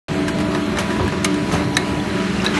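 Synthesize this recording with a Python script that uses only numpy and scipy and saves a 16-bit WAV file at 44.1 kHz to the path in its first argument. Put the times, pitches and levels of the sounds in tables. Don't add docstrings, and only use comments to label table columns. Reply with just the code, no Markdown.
import sys
import numpy as np
from scipy import signal
from scipy.fft import rfft, irfft
from scipy.io import wavfile
from scipy.ndimage import uniform_filter1d

SR = 44100
rng = np.random.default_rng(int(sys.argv[2]) if len(sys.argv) > 2 else 0)


def dump(signal):
    limited = np.clip(np.atleast_2d(signal).T, -1, 1)
    pcm = np.round(limited * 32767).astype(np.int16)
    wavfile.write(sys.argv[1], SR, pcm)


def how_loud(loudness_db):
    steps = np.asarray(loudness_db, float) / 20
    return 10 ** steps


N = 114219


def evened(x):
    return x / np.sqrt(np.mean(x ** 2) + 1e-20)


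def read(points, hz):
    f, value = np.transpose(points)
    return np.interp(np.log(hz + 1), np.log(f + 1), value)


def curve(table, column):
    rows = np.array(table)
    return np.interp(np.arange(N) / SR, rows[:, 0], rows[:, column])


def add(mix, start_s, sound):
    part = mix[round(start_s * SR):][:len(sound)]
    part += sound[:len(part)]


def resonate(x, hz, width_hz):
    turn = np.exp(2j * np.pi * np.cumsum(hz * np.ones(len(x))) / SR)
    r = np.exp(-np.pi * width_hz / SR)
    return 2 * (turn * signal.lfilter([1 - r], [1, -r], x / turn)).real


def resonate_twice(x, hz, width_hz):
    return resonate(resonate(x, hz, width_hz), hz, width_hz)


def coloured(x, db_of):
    hz = np.fft.rfftfreq(len(x), 1 / SR)
    return evened(irfft(rfft(x) * how_loud(db_of(hz)), len(x)))


# pitch_hz, level_db (per Hz)
ROAR_SPECTRUM = [(30, -2.5), (110, -0.5), (300, -1.5), (520, -11.5), (740, -10), (2400, -16), (4700, -25.5),
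                 (11500, -36.5)]
# pitch_hz, width_hz, level_db
FRAME_RESONANCES = [(106, 148, -33.5), (163.7, 57, -31.5), (369.5, 64, -30), (2220, 300, -79),
                    (4103, 180, -47), (11520, 3600, -82.5)]


def roar():
    roar_db, patch_db, swell_db = -25, 1.5, 1.05
    frames, hz = N // 256 + 5, np.fft.rfftfreq(1024, 1 / SR)
    a, b, patches = rng.standard_normal((frames, 513, 3)).T
    patches = uniform_filter1d(patches, size=12, axis=0)
    patches = evened(uniform_filter1d(patches, size=14, axis=1))
    swell = evened(uniform_filter1d(rng.standard_normal(frames), size=20))
    level_db = read(ROAR_SPECTRUM, hz)[:, None] + patch_db * patches + swell_db * swell
    z = (a + 1j * b) * how_loud(level_db)
    out = how_loud(roar_db) * evened(signal.istft(z, nperseg=1024, noverlap=768)[1][:N])
    for f, width_hz, db in FRAME_RESONANCES:
        out += how_loud(db) * evened(resonate_twice(rng.standard_normal(N), f, width_hz))
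    return out


def hum(hz, width_hz, share):
    phase = np.cumsum(hz * np.ones(N)) / SR + rng.random()
    steady = np.sqrt(2) * np.sin(2 * np.pi * phase)
    wavering = evened(resonate_twice(rng.standard_normal(N), hz, width_hz))
    return np.sqrt(1 - share ** 2) * steady + share * wavering


# pitch_hz, level_db, waver_width_hz, wavering_share
BLOWER_HUMS = [(359, -42, 5.5, 0.97), (830, -51, 7.2, 1), (8020, -64.5, 6, 0.4)]


def blowers():
    return sum(how_loud(db) * hum(hz, width_hz, share) for hz, db, width_hz, share in BLOWER_HUMS)


# start_s, first_level_db, second_level_db
FAN_LEVELS = [(.1, -28, -34), (.7, -34, -29), (1.3, -29, -29.5), (1.9, -31.5, -32.5), (2.2, -25.5, -29),
              (2.59, -28.5, -25)]
FAN_PITCHES = [187.9, 210.0]


def fans():
    return sum(how_loud(curve(FAN_LEVELS, k + 1)) * hum(hz, 2.9, 0.15) for k, hz in enumerate(FAN_PITCHES))


# start_s, pitch_hz, level_db
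PUMP_TONE = [(0.1, 295.2, -34.5), (0.2, 293, -20), (0.37, 297, -31.5), (0.4, 301, -25),
             (0.63, 294.4, -24.5), (0.83, 296.5, -36.5), (1.08, 293.5, -25.5), (1.11, 293.2, -36.5),
             (1.33, 297.0, -20.5), (1.54, 294.7, -31.5), (1.58, 295.3, -25.5), (1.9, 293.5, -31),
             (2.01, 298.3, -22.5), (2.07, 307.8, -37), (2.18, 289.4, -24.5), (2.2, 293.6, -28.5),
             (2.46, 300.5, -37), (2.58, 293.8, -20.5)]


def pump():
    hz, level_db = curve(PUMP_TONE, 1), curve(PUMP_TONE, 2)
    octave_db = -38 + 0.088 * (level_db + 30)
    return how_loud(level_db) * hum(hz, 2.2, 0.041) + how_loud(octave_db) * hum(2 * hz, 16.5, 0.7)


# start_s, second_order_level_db, third_order_level_db
MOTOR_ORDERS = [(.1, -35, -46), (.45, -32, -39.5), (.65, -35.5, -43), (.95, -37, -35), (1.1, -39, -37.5),
                (1.3, -36.5, -38.5), (1.45, -40, -35.5), (1.6, -37.5, -39.5), (1.75, -42, -34),
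                (2.05, -49, -38.5), (2.12, -41, -40), (2.22, -32, -34), (2.36, -51, -57), (2.59, -45, -50)]


def motor():
    shaft_hz = 326.6
    return sum(how_loud(curve(MOTOR_ORDERS, k)) * hum((k + 1) * shaft_hz, 8, 0.15) for k in (1, 2))


# start_s, level_db
AIR_LEVEL = [(.1, -35), (.7, -36.5), (1.3, -33), (2.05, -45), (2.13, -33.5), (2.22, -29), (2.32, -31),
             (2.42, -32), (2.535, -31.5), (2.55, -22), (2.59, -21.5)]
# pitch_hz, level_db
AIR_SPECTRUM = [(400, -39), (1200, 7), (2800, 1), (4500, -8), (7000, -12), (12000, -27.5)]


def air():
    hiss = coloured(rng.standard_normal(N), lambda hz: read(AIR_SPECTRUM, hz))
    return how_loud(curve(AIR_LEVEL, 1)) * hiss


def ring(t, hz, db, t60_s):
    swell = (1 - np.exp(-t * hz / 3)) ** 2
    return swell * how_loud(db - 60 * t / t60_s) * np.sin(2 * np.pi * hz * t)


# pitch_hz, level_db, t60_s
BOTTLE_MODES = [(1750, -4.5, 0.03), (2166, -13.5, 0.15), (3907, 8, 0.014), (3853, -7.5, 0.059),
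                (6050, 2.5, .012), (8200, -9, 0.023)]


def knock(db, t60_s, tilt_db, ring_db):
    grains_per_s, thin_below_hz, treble_from_hz = 6000, 1220, 5300
    treble_t60_share, rise_s = 0.74, 0.001
    t = np.arange(12000) / SR

    def tilt(hz):
        thinning_db = 10 * np.log10(1 + (thin_below_hz / (hz + 1)) ** 4)
        return tilt_db * np.log2(hz / 2000 + 0.078) - thinning_db

    size, chance = rng.standard_normal(len(t)), rng.random(len(t))
    grains = coloured(size * (0.5 + (chance < grains_per_s / SR)), tilt)
    low = signal.sosfilt(signal.butter(2, treble_from_hz / SR * 2, output="sos"), grains)
    decay_db = -60 * t / t60_s
    treble = (grains - low) * how_loud(decay_db * (1 / treble_t60_share - 1))
    rattle = np.minimum(t / rise_s, 1) * how_loud(db + decay_db) * (low + treble)
    return rattle + sum(ring(t, hz, ring_db + d, decay_s) for hz, d, decay_s in BOTTLE_MODES)


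# start_s, level_db, t60_s, tilt_db (per octave), hollow_ring_db
CLATTERS = [(0.28, -21, 0.11, -5.5, -34), (.385, -28, 0.085, -6, -36), (0.401, -27.5, 0.18, -6.5, -40),
            (0.519, -33, 0.06, -9, -49), (.548, -21.5, 0.12, -10.5, -26), (.771, -18.5, 0.078, -10, -28),
            (.785, -18, 0.17, -5.5, -48), (.800, -26, 0.25, -8.5, -30), (.902, -29.5, 0.38, -8.5, -35),
            (1.077, -25.5, 0.07, -6, -42), (1.123, -22, 0.078, -12, -39), (1.2446, -10, 0.07, -4, -21),
            (1.257, -27, 0.088, -10, -37), (1.343, -29.5, 0.054, -6.5, -29), (1.513, -26, 0.23, -10, -45),
            (1.522, -28, 0.38, -3, -45), (1.535, -20.5, 0.3, -10.5, -48), (1.596, -22, 0.2, -14, -38),
            (1.7677, -6.5, 0.04, -4.5, -7), (1.780, -47, 0.17, -13, -47), (2.4449, -20.5, 0.16, -6.5, -26),
            (2.4637, -25, 0.098, -6.5, -40), (2.542, -23, 0.066, -17, -36), (2.578, -25, .1, -13, -30)]


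def clatters(hits):
    for start_s, *row in CLATTERS:
        add(hits, start_s, knock(*row))


# start_s, pitch_hz, level_db,
# cycles (to fall 60 dB)
NECK_PINGS = [(0.28, 1600, -15, 87), (.548, 1022, -17, 60), (.771, 1780, -15, 50), (.787, 6050, -17.5, 86),
              (.787, 2240, -11, 52), (0.805, 6000, -20, 82), (0.904, 1830, -17, 85),
              (1.077, 1690, -7.5, 34), (1.2450, 9560, -10, 95), (1.2455, 6440, -4.5, 76),
              (1.2453, 4000, -7, 60), (1.2465, 2216, -8, 68), (1.252, 2870, -11, 65),
              (1.2505, 5200, -15, 83), (1.258, 1220, -13.5, 67), (1.343, 9050, -23, 80),
              (.995, 990, -17, 80), (1.004, 3380, -20, 50), (1.063, 890, -15, 27), (1.091, 1750, -22, 70),
              (1.124, 2630, -20, 60), (1.124, 1760, -16, 52), (1.514, 1300, -13, 30),
              (1.528, 1030, -15, 28), (1.534, 1080, -9, 35), (1.549, 2200, -16, 26), (1.551, 759, -12, 46),
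              (1.521, 6300, -20, 120), (1.549, 6400, -21, 124), (1.573, 3770, -30, 60),
              (1.598, 2670, -24, 68),
              (1.7675, 780, -2, 15), (1.7675, 555, -3, 15), (1.7685, 1150, -6, 16), (2.29, 370, -20.5, 40),
              (3, 375, -14, 42), (2.548, 2300, -14, 40), (2, 3400, -15, 50), (2.2, 3000, -16, 50),
              (1.7695, 1760, -1, 34), (1.7760, 1900, -20, 110), (1.768, 2940, -6, 20),
              (1.7685, 4100, -9, 70), (1.7685, 9800, -14, 68), (1.75, 5600, -16, 90),
              (2.4462, 1640, -17, 26), (2.4635, 3900, 0.5, 65), (2.4635, 3700, -3, 31),
              (2.1, 4000, -18, 62), (2.4, 2760, -11, 54), (2.451, 1600, -15, 54), (2.42, 5300, -12, 38),
              (2.4634, 5740, -16.5, 100), (2.4650, 1701, -10, 83), (2.4650, 2600, -8, 50),
              (2.4807, 4100, -13, 53), (2.541, 3100, -11, 63), (2.542, 6800, -24, 70),
              (2.565, 5300, -20, 50), (2.572, 2150, -10, 53), (2.562, 860, -16, 94)]


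def pings(hits):
    t = np.arange(8000) / SR
    for start_s, hz, db, cycles in NECK_PINGS:
        add(hits, start_s, ring(t, hz, db, cycles / hz))


def hall(x):
    t60_s, build_s = 0.43, 0.022
    t = np.arange(SR // 2) / SR
    dull = signal.lfilter([1], [1, -0.8], rng.standard_normal(len(t)))
    tail = dull * how_loud(-60 * t / t60_s) * np.minimum(t / build_s, 1)
    return signal.fftconvolve(x, tail / np.linalg.norm(tail))[:N]


def thump(db, t60_s, hz):
    pure, sag, sag_s, rise_s = 0.55, 0.15, 0.03, 0.0059
    t = np.arange(16000) / SR
    blur = evened(resonate_twice(rng.standard_normal(len(t)), hz, 0.5 * hz))
    bent_t = t + sag * sag_s * (1 - np.exp(-t / sag_s))
    tone = np.sin(2 * np.pi * hz * bent_t) * (hz < 450)
    body = evened(pure * tone + (1 - pure) * blur)
    return np.minimum(t / rise_s, 1) * how_loud(db - 60 * t / t60_s) * body


# level_db, t60_s
THUMP_LEVELS = [(-12.5, 0.18), (-14.5, 0.23), (-15.5, 0.16), (-16.5, 0.15), (-12, 0.18), (-20, 0.18),
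                (-22, 0.2407), (-18.5, 0.14), (-27, 0.25), (-20, 0.24), (-7, 0.093), (-21, 0.1)]
THUMP_TIMES = [.993, 1.0, 1.06, 1.531, 1.55, .993, 2.06, 2.465, .52, 1.65, 1.533, 1.02]
THUMP_PITCHES = [350, 92, 140, 380, 95, 980, 75, 360, 1150, 115, 150, 250]


def thumps(hits):
    for start_s, hz, row in zip(THUMP_TIMES, THUMP_PITCHES, THUMP_LEVELS):
        add(hits, start_s, thump(*row, hz))


def scene():
    hits = np.zeros(N)
    clatters(hits)
    pings(hits)
    thumps(hits)
    machine = roar() + blowers() + fans() + pump() + motor() + air()
    return (hits + how_loud(-18) * hall(hits) + machine)[None]


# start_s, threshold_db (against the usual level)
TREBLE_THINNING = [(.1, -2.3), (.6, -2), (.8, -3.5), (1.7, -4.5), (1.95, -3.8), (2.3, -4), (2.59, -6)]


def starve(x):
    gate_from_hz, top_hz, top_wander_hz, top_db = 4600, 11930, 110, 14
    window = np.sin(np.pi * (np.arange(2048) + 0.5) / 2048)
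    hz, t, z = signal.stft(x, SR, window=window, nperseg=2048, noverlap=1024)
    treble = hz > gate_from_hz
    power = uniform_filter1d(abs(z) ** 2, size=6, axis=0)
    usual = uniform_filter1d(np.median(power, axis=1), size=40)[:, None]
    quiet = np.minimum(np.median((power / (usual + 1e-20))[treble], axis=0) + 0.49, 1)
    top_edge_hz = top_hz + top_wander_hz * rng.standard_normal(len(t))
    top_usual = usual[np.argmax(hz > top_hz)] * how_loud(top_db)
    usual = np.where(hz[:, None] > top_edge_hz, top_usual, usual * quiet)
    over_db = 10 * np.log10(abs(power / usual) + 1e-12) - np.interp(t, *np.transpose(TREBLE_THINNING))
    keep = np.where(treble[:, None], np.clip(over_db + 0.5, 0, 1), 1)
    return signal.istft(z * keep, SR, window=window, nperseg=2048, noverlap=1024)[1][:N]


def roll_off(x):
    return signal.sosfilt(signal.butter(12, 12840, fs=SR, output="sos"), x)


def record(dry):
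    low_cut_hz, ceiling, edge_hz = 55.4, 0.88, 11730
    start_s, start_fade_s, end_fade_s = 0.083, 0.00028, 0.002
    x = signal.sosfilt(signal.butter(4, low_cut_hz / SR * 2, "high", output="sos"), dry[0])
    x = ceiling * np.tanh(x / ceiling)
    x = signal.oaconvolve(x, signal.firwin(255, edge_hz, window=("kaiser", 8), fs=SR), "same")
    x = starve(x) * np.clip((np.arange(N) / SR - start_s) / start_fade_s, 0, 1)
    x = x * np.clip((N - np.arange(N)) / SR / end_fade_s, 0, 1)
    return roll_off(x[None])


dry = scene()
out = record(dry)
dump(out)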